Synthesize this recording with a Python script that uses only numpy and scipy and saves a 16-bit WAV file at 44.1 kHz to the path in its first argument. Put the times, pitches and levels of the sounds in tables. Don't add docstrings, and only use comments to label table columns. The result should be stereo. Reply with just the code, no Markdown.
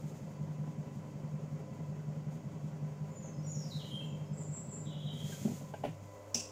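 import sys
import numpy as np
from scipy import signal
from scipy.fft import rfft, irfft, next_fast_len
from scipy.io import wavfile
from scipy.ndimage import map_coordinates

SR = 44100
rng = np.random.default_rng(int(sys.argv[2]) if len(sys.argv) > 2 else 0)


def transcribe(u):
    v = np.clip(np.atleast_2d(u).T, -1, 1)
    q = np.round(v * 32767).astype(np.int16)
    wavfile.write(sys.argv[1], SR, q)


N = 287091
T = np.arange(N) / SR


def amp(db):
    return 10 ** (np.asarray(db) / 20)


def unit(x):
    return x / np.sqrt(np.mean(x ** 2) + 1e-20)


def along(points, hz):
    f, v = np.transpose(points)
    return np.interp(np.log(hz + 1), np.log(f + 1), v)


def wobble(rate):
    knots = rng.standard_normal(int(N * rate / SR) + 4)
    return map_coordinates(knots, [T * rate])


def filtered(x, response):
    m = next_fast_len(N + SR // 2)
    hz = np.fft.rfftfreq(m, 1 / SR)
    return irfft(rfft(x, m) * response(hz), m)[..., :N]


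def pan(db):
    return amp(np.array([[.5], [-.5]]) * db)


def add(track, s, sound):
    part = track[:, round(s * SR):][:, :sound.shape[1]]
    part += sound[:, :part.shape[1]]


def fade(s, t60, attack):
    age = np.maximum(T - s, 0)
    return amp(-60 * np.minimum(age / t60, 3)) * (1 - np.exp(-age / attack))


def tones(rows, turns, scatter=0, waver_db=0):
    total = 0
    for multiple, db in rows:
        level = amp(db + waver_db * wobble(11))
        total = total + level * np.cos(2 * np.pi * (round(multiple) * turns + scatter * rng.random()))
    return np.sqrt(2) * total


def ring(modes, attack, pitch=1, sustain=1):
    t = np.arange(SR // 3) / SR
    waves = 0
    for k, (hz, db, t60) in enumerate(modes):
        level = amp(db + rng.normal(0, 1.9) - 60 * t / (t60 * sustain))
        ear_phase = rng.normal(0, hz / 900, (2, 1))
        waves = waves + (-1) ** k * level * np.sin(2 * np.pi * pitch * hz * t + ear_phase)
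    return waves * (1 - np.exp(-t / attack)) / np.sqrt(len(modes) / 2)


# (frequency [Hz], likeness [0 to 1])
EAR_LIKENESS = [(40, 0.82), (150, 1), (300, 0.96), (550, 0.66), (1000, 0), (2000, 0.069), (5000, 0),
                (15000, 0)]
# (frequency [Hz], left-right difference [dB])
NOISE_LEAN = [(30, 5), (60, 8), (150, -3.5), (300, -2.5), (600, 1), (1200, 3), (2500, 1.5), (6000, 4.5),
              (7800, -3), (10000, -0.5), (15000, 4)]


def rush(spectrum, ripple_db=0):
    def mid_and_side(hz):
        turn = np.arccos(np.clip(along(EAR_LIKENESS, hz), -1, 1)) / 2
        return amp(along(spectrum, hz)) * [np.cos(turn), np.sin(turn)]

    def lean_and_ripple(hz):
        ripple = np.array([map_coordinates(row, [hz / 25]) for row in rng.standard_normal((2, SR // 25))])
        return pan(along(NOISE_LEAN, hz)) * amp(ripple_db * ripple)

    mid, side = filtered(rng.standard_normal((2, N)), mid_and_side)
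    return unit(filtered(np.array([mid + side, mid - side]), lean_and_ripple))


EASE_S, HALT_S = 5.4, 6.06


def coasting():
    return np.clip((T - EASE_S) / (HALT_S - EASE_S), 0, 1)


COAST_LOSS_DB = -12
HALT_T60 = 0.46


def effort_db():
    return COAST_LOSS_DB * coasting() - 60 * np.maximum(T - HALT_S, 0) / HALT_T60


BELT_HZ, MOTOR_HZ = 5.3832, 24.897
MOTOR_START = .0362
COAST_SLOWING = .1
# (time into the loop [s], relative level [dB])
BELT_BUMPS = [(.0246, 0), (.0393, 1.3), (.1179, -.9)]
# (frequency [Hz], width [Hz], relative level [dB])
HOUSING_MODES = [(124, 41, 7), (153.53, 10.8, 22.5), (169.5, 10.3, 15), (196, 5.5, 13.5), (237, 5.7, 13.5),
                 (76.3, 43, -3), (285, 67, -7.5)]
# (multiple of its turning speed [count], rms level [dB])
MOTOR_ORDERS = [(5, -63), (6, -48.5), (8, -60.5), (12, -68), (15, -73.5)]
# (frequency [Hz], relative level per hertz [dB])
GRIND_SPECTRUM = [(30, -32), (70, -14), (190, -4), (300, -6.5), (350, -12), (410, -4.5), (465, -10),
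                  (540, -10.5), (700, -10.5), (1250, -21), (2100, -26), (5000, -42.5), (8000, -57)]


def drive(belt_db=-1.0, scatter_db=1.0, grind_db=-57, chafe_db=-53, pulse_db=3.0, soft_hz=1500, flutter_turns=0.01):
    run_time = np.cumsum(1 - COAST_SLOWING * coasting()) / SR
    loops = np.arange(int(run_time[-1] * BELT_HZ)) / BELT_HZ
    blows = np.zeros(N)
    for s, db in BELT_BUMPS:
        blows[np.searchsorted(run_time, loops + s)] += amp(db + scatter_db * rng.standard_normal(len(loops)))

    def housing(f):
        return sum((-1) ** k * amp(db) * 1j * f * width / (hz * hz - f * f + 1j * f * width)
                   for k, (hz, width, db) in enumerate(HOUSING_MODES))

    thumps = amp(belt_db) * filtered(blows, lambda f: housing(f) / (1 + (f / soft_hz) ** 2))
    chafe = amp(chafe_db) * unit(filtered(rng.standard_normal(N), housing))
    turns = MOTOR_HZ * (run_time - MOTOR_START)
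    motor = tones(MOTOR_ORDERS, turns + flutter_turns * wobble(12), waver_db=0.5)
    motor_load = np.cos(2 * np.pi * turns)
    belt_load = np.cos(2 * np.pi * BELT_HZ * (run_time - BELT_BUMPS[-1][0]))
    grind = amp(grind_db + pulse_db * (motor_load + belt_load)) * rush(GRIND_SPECTRUM, ripple_db=3.5)
    return amp(effort_db()) * (pan(3.4) * (thumps + chafe + motor) + grind)


FLUTTER_PER_CYCLE = 0.025


def note(length, end_hz, db, slide, swing_hz, pulse_db, uneven=0.4, quaver_db=3.0, overtone_db=-21, settle=4):
    t = np.arange(int(length * SR)) / SR
    flutter = 2 * np.pi * (FLUTTER_PER_CYCLE * end_hz * t + uneven * wobble(49.23)[:len(t)])
    swoop = end_hz * (1 + slide * np.exp(-settle * t / length))
    flicks = swing_hz * ((1 + np.sin(flutter)) / 2) ** 2
    phase = 2 * np.pi * np.cumsum(swoop + flicks) / SR
    reedy = end_hz * (1 + slide) < 3400
    overtone = amp(overtone_db) * np.sin(3 * phase) * reedy
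    pulses = unit(amp(quaver_db * wobble(68)[:len(t)] - pulse_db * np.cos(flutter)))
    edges = signal.windows.tukey(len(t), .45)
    return np.sqrt(2) * amp(db) * pulses * edges * (np.sin(phase) + overtone)


# (frequency [Hz], time to drop 60 dB [s])
GARDEN_ECHO = [(3200, 0.8), (6000, 0.65), (8000, 0.41)]
ECHO_RISE_S = 0.013


def echo(x, clump_db=4):
    hz, t, noise = signal.stft(rng.standard_normal((2, SR * 3 // 4)), SR, nperseg=256)
    clumps = clump_db * rng.standard_normal(len(t))
    decay = amp(clumps - 60 * t / along(GARDEN_ECHO, hz)[:, None])
    tail = signal.istft(noise * (1 - np.exp(-t / ECHO_RISE_S)) * decay, SR, nperseg=256)[1]
    return signal.fftconvolve(x[None], tail / np.linalg.norm(tail[0]), axes=1)


SINGLE_WHISTLES = [(3.1, 0.11, 6950, -58, 0.03), (3.21, 0.068, 6180, -55.5, 0.23),
                   (3.33, 0.026, 5090, -63, 0.074), (3.427, 0.031, 5650, -58, 0.035),
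                   (3.9, 0.0713, 3112, -46, 0.038), (3.995, 0.031, 2540, -55, 0.265),
                   (4.035, 0.053, 7000, -63.5, 0.089), (4.255, 0.029, 5070, -65, 0.012),
                   (4.843, 0.064, 3820, -60, 0.012), (5.058, 0.024, 3776, -50, 0.022)]
FALLING_RUN = [(3.455, 0.083, 6630, -46.5, 0.11), (3.535, 0.05, 5330, -50.5, 0.2),
               (3.612, 0.05, 4620, -54.5, 0.35), (3.692, .06, 3583, -50, .5),
               (3.785, 0.053, 2835, -51, 0.32), (5.066, 0.0403, 2920, -48.5, 0.31),
               (5.14, 0.12, 3125, -53.5, 0.049)]
CLOSING_BUZZES = [(4.325, .06, 7280, -59, 0.0088), (4.368, 0.075, 7050, -50, 0.11),
                  (4.5, 0.105, 7350, -49, 0.018), (4.68, 0.098, 7230, -48, 0.04),
                  (4.85, 0.1, 2880, -54, 0.3), (4.97, 0.08, 3080, -55.5, 0.22)]
# (frequency [Hz], left-right difference [dB])
SONG_LEAN = [(3000, 2.5), (6900, 5.5), (7400, -3.5)]
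WHISTLE_SWING_HZ, RUN_SWING_HZ, BUZZ_SWING_HZ = 101.6, 250, 558
WHISTLE_PULSE_DB, BUZZ_PULSE_DB = 1.5, 2.5
BOUNCE_S, BOUNCE_LOSS_DB = .04, 4.5


def bird(direct_db=-6.5, echo_db=-0.5):
    song = np.zeros((2, N))
    for rows, swing_hz, pulse_db in [(SINGLE_WHISTLES, WHISTLE_SWING_HZ, WHISTLE_PULSE_DB),
                                     (FALLING_RUN, RUN_SWING_HZ, WHISTLE_PULSE_DB),
                                     (CLOSING_BUZZES, BUZZ_SWING_HZ, BUZZ_PULSE_DB)]:
        for s, length, hz, db, slide in rows:
            call = note(length, hz, db, slide, swing_hz, pulse_db)
            sides = pan(along(SONG_LEAN, hz))
            for trip in range(4):
                arrival = s + trip * BOUNCE_S + .001 * rng.random()
                add(song, arrival, sides * amp(direct_db - BOUNCE_LOSS_DB * trip) * call)
            add(song, s, sides * amp(echo_db) * echo(call))
    return song


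# (time [s], dull thud level [dB], hard tap level [dB],
# pitch of the thud [ratio], ring time of the thud [ratio])
TRAY_KNOCKS = [(5.408, -38, -63, 0.64, 0.9), (5.4498, -19.5, -46, 0.916, 0.45),
               (5.476, -34, -44, 1.02, 1.2), (5.512, -31.5, -48.5, 0.8, 0.69),
               (5.608, -42.5, -45.5, 1.05, 1), (5.737, -48.5, -34.5, 1, 1.2),
               (5.836, -37.5, -29, 1.03, 0.87), (5.848, -37, -31, 1.2, 0.6),
               (5.876, -35.5, -51, 0.68, 0.87), (6.348, -35.5, -44, 1, 0.87)]
# (frequency [Hz], relative level [dB], time to drop 60 dB [s])
THUD_MODES = [(166.3, -3, 0.28), (234.5, 7, 0.2), (310, -5, 0.051), (386.5, -6.5, 0.2), (434, -6.5, 0.15),
              (614, -11.5, 0.15)]
# (frequency [Hz], relative level [dB], time to drop 60 dB [s])
TAP_MODES = [(441, 0.5, 0.05), (583.7, 1.5, 0.096), (667, 4.5, 0.056), (753, 3, 0.068), (833, 0.5, 0.06),
             (986, -7.5, 0.069), (1094, -18, .09), (1450, -9.5, 0.045)]
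# (frequency [Hz], relative level per hertz [dB])
RATTLE_SPECTRUM = [(300, 12.5), (800, 10), (1450, -5.5), (1850, 4), (2900, 5.5), (4000, -6.5),
                   (15000, -19.5)]
# (time [s], tick level [dB], jingle level [dB])
TOOL_TICKS = [(5.323, -44, -66), (5.739, -47.5, -58), (5.838, -60, -46), (5.875, -71, -50)]
# (frequency [Hz], relative level [dB], time to drop 60 dB [s])
TICK_MODES = [(1560, -7.5, 0.17), (1600, 4.5, 0.046), (1420, -2, 0.03)]
# (frequency [Hz], relative level [dB], time to drop 60 dB [s])
JINGLE_MODES = [(1836, -10, 0.14), (2290, -2, 0.084), (2740, -3, 0.095), (2980, -4, .12)]


def tray(rattle_db=-17):
    knocks, rattle = np.zeros((2, N)), np.zeros(N)
    for s, thud_db, tap_db, pitch, sustain in TRAY_KNOCKS:
        thud = ring(THUD_MODES, attack=0.0081, pitch=pitch, sustain=sustain)
        add(knocks, s, pan(1.3) * amp(thud_db) * thud)
        add(knocks, s, pan(6.0) * amp(tap_db) * ring(TAP_MODES, attack=0.0018))
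        rattle += amp(tap_db + rattle_db) * fade(s, t60=0.25, attack=0.00091)
    for s, tick_db, jingle_db in TOOL_TICKS:
        tick = amp(tick_db) * ring(TICK_MODES, attack=0.0011)
        jingle = amp(jingle_db) * ring(JINGLE_MODES, attack=.001)
        add(knocks, s, pan(2.5) * (tick + jingle))
    return knocks + rattle * rush(RATTLE_SPECTRUM)


# (frequency [Hz], relative level per hertz [dB])
CLOTH_SPECTRUM = [(800, -10), (2000, 3.5), (4500, 2.5), (5800, 6), (6800, 13.5), (8500, 1.5), (12000, -3),
                  (15000, 2), (16000, -33)]
# (frequency [Hz], relative level per hertz [dB])
STEEL_SPECTRUM = [(1200, -20), (2200, -20), (2680, -1), (3100, -10), (4200, -16), (4900, -1), (5700, 6.5),
                  (6500, -2.5), (7500, -1.5), (9000, -16.5), (10300, -15.5), (12000, -36), (14500, -18),
                  (16000, -30)]
CLINK_S = 6.3431
CONTACT_DB, CLINK_RING_DB = -21.5, -31


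def tool(squeak_hz=5680, length=0.0052, t60=0.39, crack_db=4):
    crack = amp(crack_db) * fade(CLINK_S + 0.0007, t60=0.0096, attack=0.0015) * rush(CLOTH_SPECTRUM)
    ring_fade = fade(CLINK_S + 0.00086, t60, attack=0.00064)
    ringing = amp(wobble(150)) * ring_fade * rush(STEEL_SPECTRUM, ripple_db=2.5)
    sound = amp(CLINK_RING_DB) * (crack + ringing)
    t = np.arange(int(length * SR)) / SR
    squeak = np.sin(np.pi * (t / length) ** 2.6) * np.sin(2 * np.pi * squeak_hz * t)
    add(sound, CLINK_S, pan(13) * amp(CONTACT_DB) * squeak)
    return sound


# (middle [s], length [s], level [dB])
HAND_RUBS = [(.1, 0.28, -69.5), (2.33, 0.054, -73), (3.8, 0.41, -65.5), (5.304, 0.2, -60),
             (5.453, 0.33, -53.5), (6.14, 0.26, -72)]
RUB_EDGE, RESTING_DB = 3.35, -71


def rubbing(flicker_db=1.5):
    swells = sum(amp(db) / (1 + np.abs(2 * (T - s) / length) ** RUB_EDGE) for s, length, db in HAND_RUBS)
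    return (amp(RESTING_DB) + swells) * amp(flicker_db * wobble(30)) * rush(CLOTH_SPECTRUM)


HALTED_HUM_DB, HUM_SWELL_S = 3.5, 0.14


def swell():
    return amp(HALTED_HUM_DB * np.clip((T - HALT_S) / HUM_SWELL_S, 0, 1))


MAINS_HZ = 50
# (multiple of the mains frequency [count], relative rms level [dB])
MAINS_HARMONICS = [(2, -58.5), (6, -66), (8, -70.5), (10, -77.5), (14, -74.5), (18, -77)]
# (frequency [Hz], typical rms level [dB])
FAN_TONES = [(523, -69.5), (996, -73.5), (1022, -75.5), (1095, -80.5), (1992, -84.5)]
# (frequency [Hz], relative level per hertz [dB])
FAN_SPECTRUM = [(20, -14.5), (230, -11), (350, -17.5), (420, -5.5), (465, -13), (520, 2), (700, -8.5),
                (830, -13), (1000, -10.5), (1200, -17.5), (4000, -42.5)]


def idle(mains_db=-1, fan_db=-57, drift=0.21):
    mains_turns = MAINS_HZ * T + 0.0019 * wobble(6.6)
    hum = amp(mains_db) * tones(MAINS_HARMONICS, mains_turns, scatter=0.97, waver_db=3.0)
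    whine = np.zeros(N)
    for hz, db in FAN_TONES:
        level = np.sqrt(2) * amp(db + 3.6 * wobble(7))
        whine += level * np.sin(2 * np.pi * (hz * T + drift * wobble(20)))
    return pan(7.3) * (hum + whine) + amp(fan_db) * rush(FAN_SPECTRUM, ripple_db=1.5)


# (frequency [Hz], relative level per hertz [dB])
AIR_SPECTRUM = [(700, -55), (1350, 4.5), (1700, -7), (2000, 0.5), (3000, -3), (3720, -11), (5430, -5.5),
                (7270, -4.5), (9120, -21), (13600, -66), (14800, -31), (15800, -84)]


def garden_air(air_db=-66):
    return amp(air_db) * rush(AIR_SPECTRUM, ripple_db=5.0)


def scene():
    return drive() + bird() + tray() + tool() + rubbing() + swell() * idle() + garden_air()


TOP_HZ = 15800


def record(dry):
    return filtered(dry, lambda hz: hz < TOP_HZ)


dry = scene()
out = record(dry)
transcribe(out)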